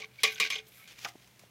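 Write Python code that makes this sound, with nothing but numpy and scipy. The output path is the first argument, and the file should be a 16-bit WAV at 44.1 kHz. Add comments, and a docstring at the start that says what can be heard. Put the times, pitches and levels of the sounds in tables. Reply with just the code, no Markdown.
"""Beside a wooden compost bay, a plastic bucket is picked up. Its wire handle clatters on the hollow wall,
exciting the modes of wire, wall and body, amid short ringing pings. Stick-slip friction makes the sliding
bucket rub and hiss and a rain jacket rustle; the bucket takes one duller knock and gloved pats as it is lifted.
Plank walls and a low roof reflect the sound briefly over a quiet outdoor hum."""
import sys
import numpy as np
from scipy import signal
from scipy.fft import rfft, irfft, next_fast_len
from scipy.io import wavfile
from scipy.ndimage import map_coordinates

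SR = 44100
rng = np.random.default_rng(int(sys.argv[2]) if len(sys.argv) > 2 else 0)


def output_pcm(signal):
    """Save a mono or channel-first signal as 16-bit PCM at the path in sys.argv[1].

    Samples are clipped to [-1, 1] before scaling.
    """
    pcm = np.clip(np.atleast_2d(signal).T, -1, 1) * 32767
    wavfile.write(sys.argv[1], SR, np.round(pcm).astype(np.int16))


N = 66150
TIME = np.arange(N) / SR
RING_TIME = np.arange(SR // 2) / SR

# spectrum of the outdoor air: frequency_hz, gain_db
AIR_SPECTRUM = [(20, -39), (42, -24), (60, -3), (78, -2.5), (110, 0.5), (190, -5.5), (300, -7.5), (600, -9),
                (1200, -12), (2400, -11.5), (5000, -17.5), (10000, -21.5), (15800, -22.5)]
# partials of the faint hum: pitch_hz, level_db
HUM_PARTIALS = [(61, -78), (122, -70), (181, -76), (201, -80)]

# blows of the handle on the wall: start_s, clack_db, snap_db, ring_db, drum_db
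HANDLE_BLOWS = [(0.0, -43.5, -59, -70, -47.5), (0.2336, -17.5, -20.5, -26, -31.5),
                (0.272, -37, -58, -38, -73), (0.357, -53, -70, -56, -80), (0.3998, -22, -29, -28, -41.5),
                (0.5017, -29, -37, -36.5, -54), (0.5237, -45.5, -50, -34, -73),
                (.5545, -40.5, -57, -50, -47.5), (.5825, -68, -53, -66, -54)]
# spectra of a blow's clack and treble snap: frequency_hz, gain_db
CLACK_SPECTRUM = [(100, -44), (200, -12.5), (300, -24), (550, -10), (900, -23.5), (1150, -2), (1400, -21),
                  (1750, -10), (2200, 2), (2700, -4.5), (3400, 1.5), (4500, -6), (6200, -11.5), (8000, -16),
                  (16000, -29)]
SNAP_SPECTRUM = [(500, -44), (3000, 3.5), (4500, 4.5), (8000, 0), (10500, 2), (13000, -8), (16000, -15)]
# their decay times: frequency_hz, t60_s
CLACK_DECAY = [(200, 0.11), (1000, 0.14), (2300, 0.16), (4000, 0.11), (6300, .15), (9000, 0.06),
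               (16000, 0.13)]
SNAP_DECAY = [(1000, 0.026), (16000, 0.028)]
# modes of the plastic wall, wire handle and hollow body: pitch_hz, gain_db, t60_s
WALL_MODES = [(1109, -15, .16), (1565, -19, .13), (2043, -10, .15), (2142, -5, .16), (2180, -7, .15),
              (2246, -3, .19), (2356, -3, .17), (2450, 0, .18), (2729, -13, .18), (2852, -9, .2),
              (3172, -9, .15), (3390, -9, .13), (3925, -11, .14), (4234, -14, .16)]
WIRE_MODES = [(3670, -12, .13), (3768, -10, .14), (5070, -13, .15), (5190, -15, .14), (5887, -18, .15),
              (6214, -16, .16), (6330, -20, .15), (7150, -19, .09), (7350, -20, .09), (9750, -20, .045)]
BODY_MODES = [(198.4, -14.5, 0.16), (435.1, -1, 0.29), (452.3, -7, 0.19), (559, -4, 0.1),
              (777.3, -8.5, 0.22)]

# envelopes of the sliding bucket's rub and fine hiss: time_s, level_db
RUB_ENVELOPE = [(0, -47), (.05, -48), (.075, -73), (.17, -61.5), (.215, -47.5), (.23, -57.5), (.3, -42.5),
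                (.33, -40), (.35, -56.5), (.385, -43), (.397, -52), (.44, -32), (.475, -36.5), (.495, -54),
                (.54, -38), (.6, -46.5), (.622, -71), (.7, -64), (.82, -58.5), (.87, -60), (1.0, -67),
                (1.12, -109)]
HISS_ENVELOPE = [(.12, -78), (.22, -66.5), (.29, -64), (.33, -52.5), (.37, -65), (.45, -56.5), (.49, -68),
                 (.55, -60), (.6, -91), (.65, -76), (.688, -56), (.7, -66.5), (.78, -57.5), (.84, -63),
                 (.87, -70), (1.03, -77), (1.12, -77)]
# their spectra: frequency_hz, gain_db
RUB_SPECTRUM = [(150, -22), (900, -18), (1300, -37), (1550, -1), (1750, -13.5), (2250, 4), (2480, -2),
                (2700, -4.5), (3400, -2.5), (4500, -9), (6300, -14.5), (8000, -29), (16000, -47)]
HISS_SPECTRUM = [(1000, -18), (3000, -9), (6000, -2), (9000, -1.5), (13000, 6), (16000, -5.5)]
# short ringing pings: start_s, level_db, pitch_hz, length_s, roughness_rad
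RINGING_PINGS = [(0.0226, -34, 2306, 0.0065, 0.26), (.031, -49.5, 1130, 0.017, 0.2),
                 (0.0427, -33.5, 2250, 0.004, 0.11), (0.185, -41, 2303, 0.015, 0.13),
                 (0.239, -20.5, 3810, 0.0067, 1.45), (0.244, -22, 2439, 0.021, .4),
                 (0.271, -26.5, 2414, 0.017, 0.42), (0.323, -49.5, 1550, .018, .2),
                 (0.342, -44, 6330, .014, .8), (0.355, -39.5, 3330, 0.0085, 1.6),
                 (0.359, -47.5, 1510, .014, .2), (0.379, -49, 1526, 0.019, 0.17),
                 (0.398, -32, 3300, 0.0078, 1.5), (0.424, -18.5, 2410, 0.00524, 0.3),
                 (0.432, -17.5, 2390, 0.0043, 0.31), (0.504, -28.5, 3277, 0.0087, 0.84),
                 (0.5225, -26.5, 2280, 0.005, 0.22), (.529, -30, 2220, 0.0062, 0.25),
                 (0.553, -30, 3180, .013, 1.4), (0.58, -36.5, 3260, 0.015, 1.4),
                 (0.773, -63, 1300, 0.071, 0.3), (0.819, -52.5, 2190, 0.02, 0.54),
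                 (0.982, -49, 2380, 0.013, 0.35)]

# small ticks: start_s, level_db
TICK_EVENTS = [(0.204, -53), (0.667, -55.5), (1.274, -56.5), (1.3933, -50.5)]
# spectrum of a tick: frequency_hz, gain_db
TICK_SPECTRUM = [(300, 0), (2500, 0), (5000, 2), (11000, -5.5), (16000, -19)]
# its decay times: frequency_hz, t60_s
TICK_DECAY = [(1000, 0.043), (16000, 0.037)]

# envelope of the jacket's rustle: time_s, level_db
JACKET_ENVELOPE = [(.84, -93), (.88, -72), (.905, -53.5), (.925, -57), (.955, -63), (.985, -53),
                   (1.03, -48.5), (1.043, -49), (1.068, -53.5), (1.088, -44.5), (1.105, -59.5),
                   (1.125, -66.5), (1.24, -63), (1.34, -71.5), (1.44, -61.5), (1.5, -80)]
# spectrum of the rubbing fabric: frequency_hz, gain_db
JACKET_SPECTRUM = [(200, -6.5), (1000, -9.5), (2200, 1.5), (3300, 0.5), (4500, -3.5), (6300, -3),
                   (8000, -11.5), (16000, -15)]
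# brushes of the sleeve over the jacket: start_s, level_db
SLEEVE_BRUSHES = [(0.8749, -50), (1.072, -50.5)]
# decay times within a brush: frequency_hz, t60_s
SLEEVE_DECAY = [(1000, 0.096), (3000, 0.45), (12000, 0.11)]

# the duller knock and its rebound: start_s, level_db
KNOCK_BLOWS = [(1.0473, -28), (1.0525, -38)]
# spectra of the knock and the crack at each contact: frequency_hz, gain_db
KNOCK_SPECTRUM = [(100, -27), (400, -14), (750, 1), (1000, -7.5), (1450, 0), (1900, -4), (2500, 2),
                  (3400, 1.5), (4200, -10), (5400, 0), (7000, -9), (8500, -29), (16000, -25)]
CRACK_SPECTRUM = [(1000, -5), (3000, -15), (5400, 4), (7500, -17), (13000, -8), (16000, -22)]
# their decay times: frequency_hz, t60_s
KNOCK_DECAY = [(300, .1), (1300, 0.11), (3000, 0.036), (12000, 0.039)]
CRACK_DECAY = [(1000, 0.016), (16000, 0.018)]
# modes of the bucket's base: pitch_hz, gain_db, t60_s
BASE_MODES = [(342, -13.5, 0.24), (555, -11.5, 0.22), (720, 1.5, .18), (796, 1.5, 0.15), (1225, -10, 0.092),
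              (1234, 7.5, 0.15), (1532, 2.5, 0.077), (2490, 11, 0.051)]
# gloved fingers patting the bucket: start_s, level_db, pitch_hz
GLOVE_PATS = [(1.1535, -49.5, 710), (1.1546, -42.5, 316), (1.4354, -49.5, 605)]
# reverberation times of the plank bay: frequency_hz, t60_s
BAY_DECAY = [(200, 0.31), (2500, 0.13), (12000, 0.15)]


def amp(db):
    """Amplitude ratio of a level in decibels."""
    return 10 ** (np.asarray(db) / 20)


def unit_rms(x):
    """Normalisation to unit mean power."""
    return x / np.sqrt(np.mean(x ** 2) + 1e-20)


def along(points, hz):
    """Interpolation on a logarithmic frequency axis."""
    frequencies, values = np.transpose(points)
    return np.interp(np.log(hz + 1), np.log(frequencies + 1), values)


def wobble(rate_hz, t):
    """Smooth random modulation: a spline through rate_hz knots a second."""
    return map_coordinates(rng.standard_normal(4096), [t * rate_hz], mode="wrap")


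def noise(spectrum, size):
    """Spectral shaping of white noise, at unit rms."""
    gain = amp(along(spectrum, np.fft.rfftfreq(size, 1 / SR)))
    return unit_rms(irfft(rfft(rng.standard_normal(size)) * gain, size))


def add(track, start_s, sound):
    """Superposition of a sound on the track from start_s."""
    start = max(round(start_s * SR), 0)
    track[start:start + len(sound)] += sound[:max(N - start, 0)]


def burst(spectrum, decay, attack_s=0.0001):
    """Modal overlap: dense resonances merge into noise, each band decaying at its own rate."""
    hz, t, bands = signal.stft(noise(spectrum, len(RING_TIME)), SR, nperseg=128)
    damping = amp(-60 * t / along(decay, hz)[:, None])
    tail = signal.istft(bands * damping, SR, nperseg=128)[1][:len(RING_TIME)]
    return tail * (1 - np.exp(-RING_TIME / attack_s))


def ring(modes, attack_s, scatter_db, drift_rad):
    """Free vibration: damped modes, varying in level and phase from blow to blow."""
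    t = RING_TIME
    tones = np.zeros(len(t))
    for hz, db, t60_s in modes:
        envelope = amp(db + scatter_db * rng.normal() - 60 * t / t60_s)
        tones += envelope * np.sin(2 * np.pi * hz * t + drift_rad * wobble(74, t))
    return tones * (1 - np.exp(-t / attack_s))


def friction(envelope, carrier, grain_db, grain_hz):
    """Stick-slip motion modulates a carrier's amplitude at random under a level envelope."""
    grains = unit_rms(carrier * amp(grain_db * wobble(grain_hz, TIME)))
    return grains * amp(np.interp(TIME, *np.transpose(envelope)))


def outdoors(air_db=-64, waver_db=3):
    """Ambient noise: broadband air and a hum slowly modulated in amplitude and phase."""
    hum = np.zeros(N)
    for hz, db in HUM_PARTIALS:
        peak = np.sqrt(2) * amp(db + waver_db * wobble(7.7, TIME))
        hum += peak * np.sin(2 * np.pi * hz * TIME + 0.32 * wobble(8.8, TIME))
    return amp(air_db) * noise(AIR_SPECTRUM, N) + hum


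def handle_clatter(shared_power=0.33, echo_s=0.0022, echo_db=-6):
    """Impact excitation: each blow snaps, clacks and sets wall, wire and hollow body ringing."""
    out = np.zeros(N)
    shared = burst(CLACK_SPECTRUM, CLACK_DECAY, attack_s=0.00073)  # alike at every blow
    for start_s, clack_db, snap_db, ring_db, drum_db in HANDLE_BLOWS:
        fresh = burst(CLACK_SPECTRUM, CLACK_DECAY, attack_s=0.00044)
        clack = np.sqrt(shared_power) * shared + np.sqrt(1 - shared_power) * fresh
        snap = burst(SNAP_SPECTRUM, SNAP_DECAY)
        add(out, start_s, amp(clack_db) * clack + amp(snap_db) * snap)
        snap_echo = burst(SNAP_SPECTRUM, SNAP_DECAY)  # reflection from the near planks
        add(out, start_s + echo_s, amp(snap_db + echo_db) * snap_echo)
        wall = ring(WALL_MODES, attack_s=0.0045, scatter_db=-2.1, drift_rad=0.31)
        wire = ring(WIRE_MODES, attack_s=0.00067, scatter_db=6.5, drift_rad=0.45)
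        body = ring(BODY_MODES, attack_s=0.0037, scatter_db=1.0, drift_rad=0.25)
        add(out, start_s, amp(ring_db) * (wall + wire) + amp(drum_db) * body)
    return out


def bucket_slide(resonance_db=-4):
    """Forced vibration: sliding friction rubs, hisses and drives the modes of wall and wire."""
    response = ring(WALL_MODES + WIRE_MODES, attack_s=0.00061, scatter_db=0.0, drift_rad=0.24)
    force = rng.standard_normal(N + len(response) - 1)
    resonance = unit_rms(signal.fftconvolve(force, response, mode="valid"))
    carrier = noise(RUB_SPECTRUM, N) + amp(resonance_db) * resonance
    rub = friction(RUB_ENVELOPE, carrier, grain_db=3.5, grain_hz=300)
    hiss = friction(HISS_ENVELOPE, noise(HISS_SPECTRUM, N), grain_db=2.0, grain_hz=700)
    return rub + hiss


def pings(overtone_db=-17):
    """Short tonal pings: each sounds briefly; phase modulation roughens some to a scrape."""
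    out = np.zeros(N)
    for start_s, db, hz, length_s, roughness_rad in RINGING_PINGS:
        t = RING_TIME[RING_TIME < length_s]
        phase = 2 * np.pi * hz * t + roughness_rad * wobble(1125, t)
        chirp = np.sin(phase) + amp(overtone_db) * np.sin(2 * phase)
        add(out, start_s, amp(db) * np.sin(np.pi * t / length_s) * chirp)
    return out


def ticks():
    """Heavily damped broadband transients, heard as small ticks."""
    out = np.zeros(N)
    for start_s, db in TICK_EVENTS:
        add(out, start_s, amp(db) * burst(TICK_SPECTRUM, TICK_DECAY))
    return out


def jacket_rustle():
    """Friction in the jacket's fabric radiates grainy broadband noise."""
    return friction(JACKET_ENVELOPE, noise(JACKET_SPECTRUM, N), grain_db=2.5, grain_hz=300)


def sleeve_brushes(length_s=0.058):
    """Transient friction: the sleeve catches abruptly on the jacket and runs out."""
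    out = np.zeros(N)
    fade = np.clip(1 - (RING_TIME / length_s) ** 2, 0, 1)
    for start_s, db in SLEEVE_BRUSHES:
        add(out, start_s, amp(db) * burst(JACKET_SPECTRUM, SLEEVE_DECAY, attack_s=0.00072) * fade)
    return out


def base_knock(base_db=-16, crack_db=-7.5):
    """Impact and rebound: each contact cracks, knocks and excites the modes of the base."""
    out = np.zeros(N)
    for start_s, db in KNOCK_BLOWS:
        knock = burst(KNOCK_SPECTRUM, KNOCK_DECAY, attack_s=0.00039)
        base = ring(BASE_MODES, attack_s=0.0039, scatter_db=2.0, drift_rad=0.56)
        crack = burst(CRACK_SPECTRUM, CRACK_DECAY, attack_s=0.00035)
        add(out, start_s, amp(db) * (knock + amp(base_db) * base + amp(crack_db) * crack))
    return out


def glove_pats(length_s=0.0044):
    """Soft contact: a gloved finger on the bucket gives a low pulse only a few cycles long."""
    out = np.zeros(N)
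    t = RING_TIME[RING_TIME < length_s]
    envelope = np.sqrt(np.abs(np.sin(np.pi * t / length_s)))
    for start_s, db, hz in GLOVE_PATS:
        add(out, start_s, amp(db) * envelope * np.sin(2 * np.pi * hz * t))
    return out


def bay_reverberation(direct, level_db=-18.5):
    """Diffuse reflection from planks and roof: convolution with a short impulse response."""
    response = burst([(200, 2), (4000, -7), (14000, 2)], BAY_DECAY, attack_s=0.015)
    return amp(level_db) * signal.fftconvolve(direct, response / np.linalg.norm(response))[:N]


def scene():
    """Superposition of direct sound, reverberation and background in one channel."""
    direct = handle_clatter() + bucket_slide() + pings() + ticks()
    direct += jacket_rustle() + sleeve_brushes() + base_knock() + glove_pats()
    return (direct + bay_reverberation(direct) + outdoors())[None]


def record(dry, low_cut_hz=66, top_hz=15850):
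    """Band limiting: the microphone attenuates deep bass and passes nothing above top_hz."""
    size = next_fast_len(N + SR // 2)
    thinned = signal.sosfilt(signal.butter(3, low_cut_hz, "highpass", fs=SR, output="sos"), dry)
    passband = np.fft.rfftfreq(size, 1 / SR) < top_hz
    return irfft(rfft(thinned, size) * passband, size)[:, :N]


dry = scene()
out = record(dry)
output_pcm(out)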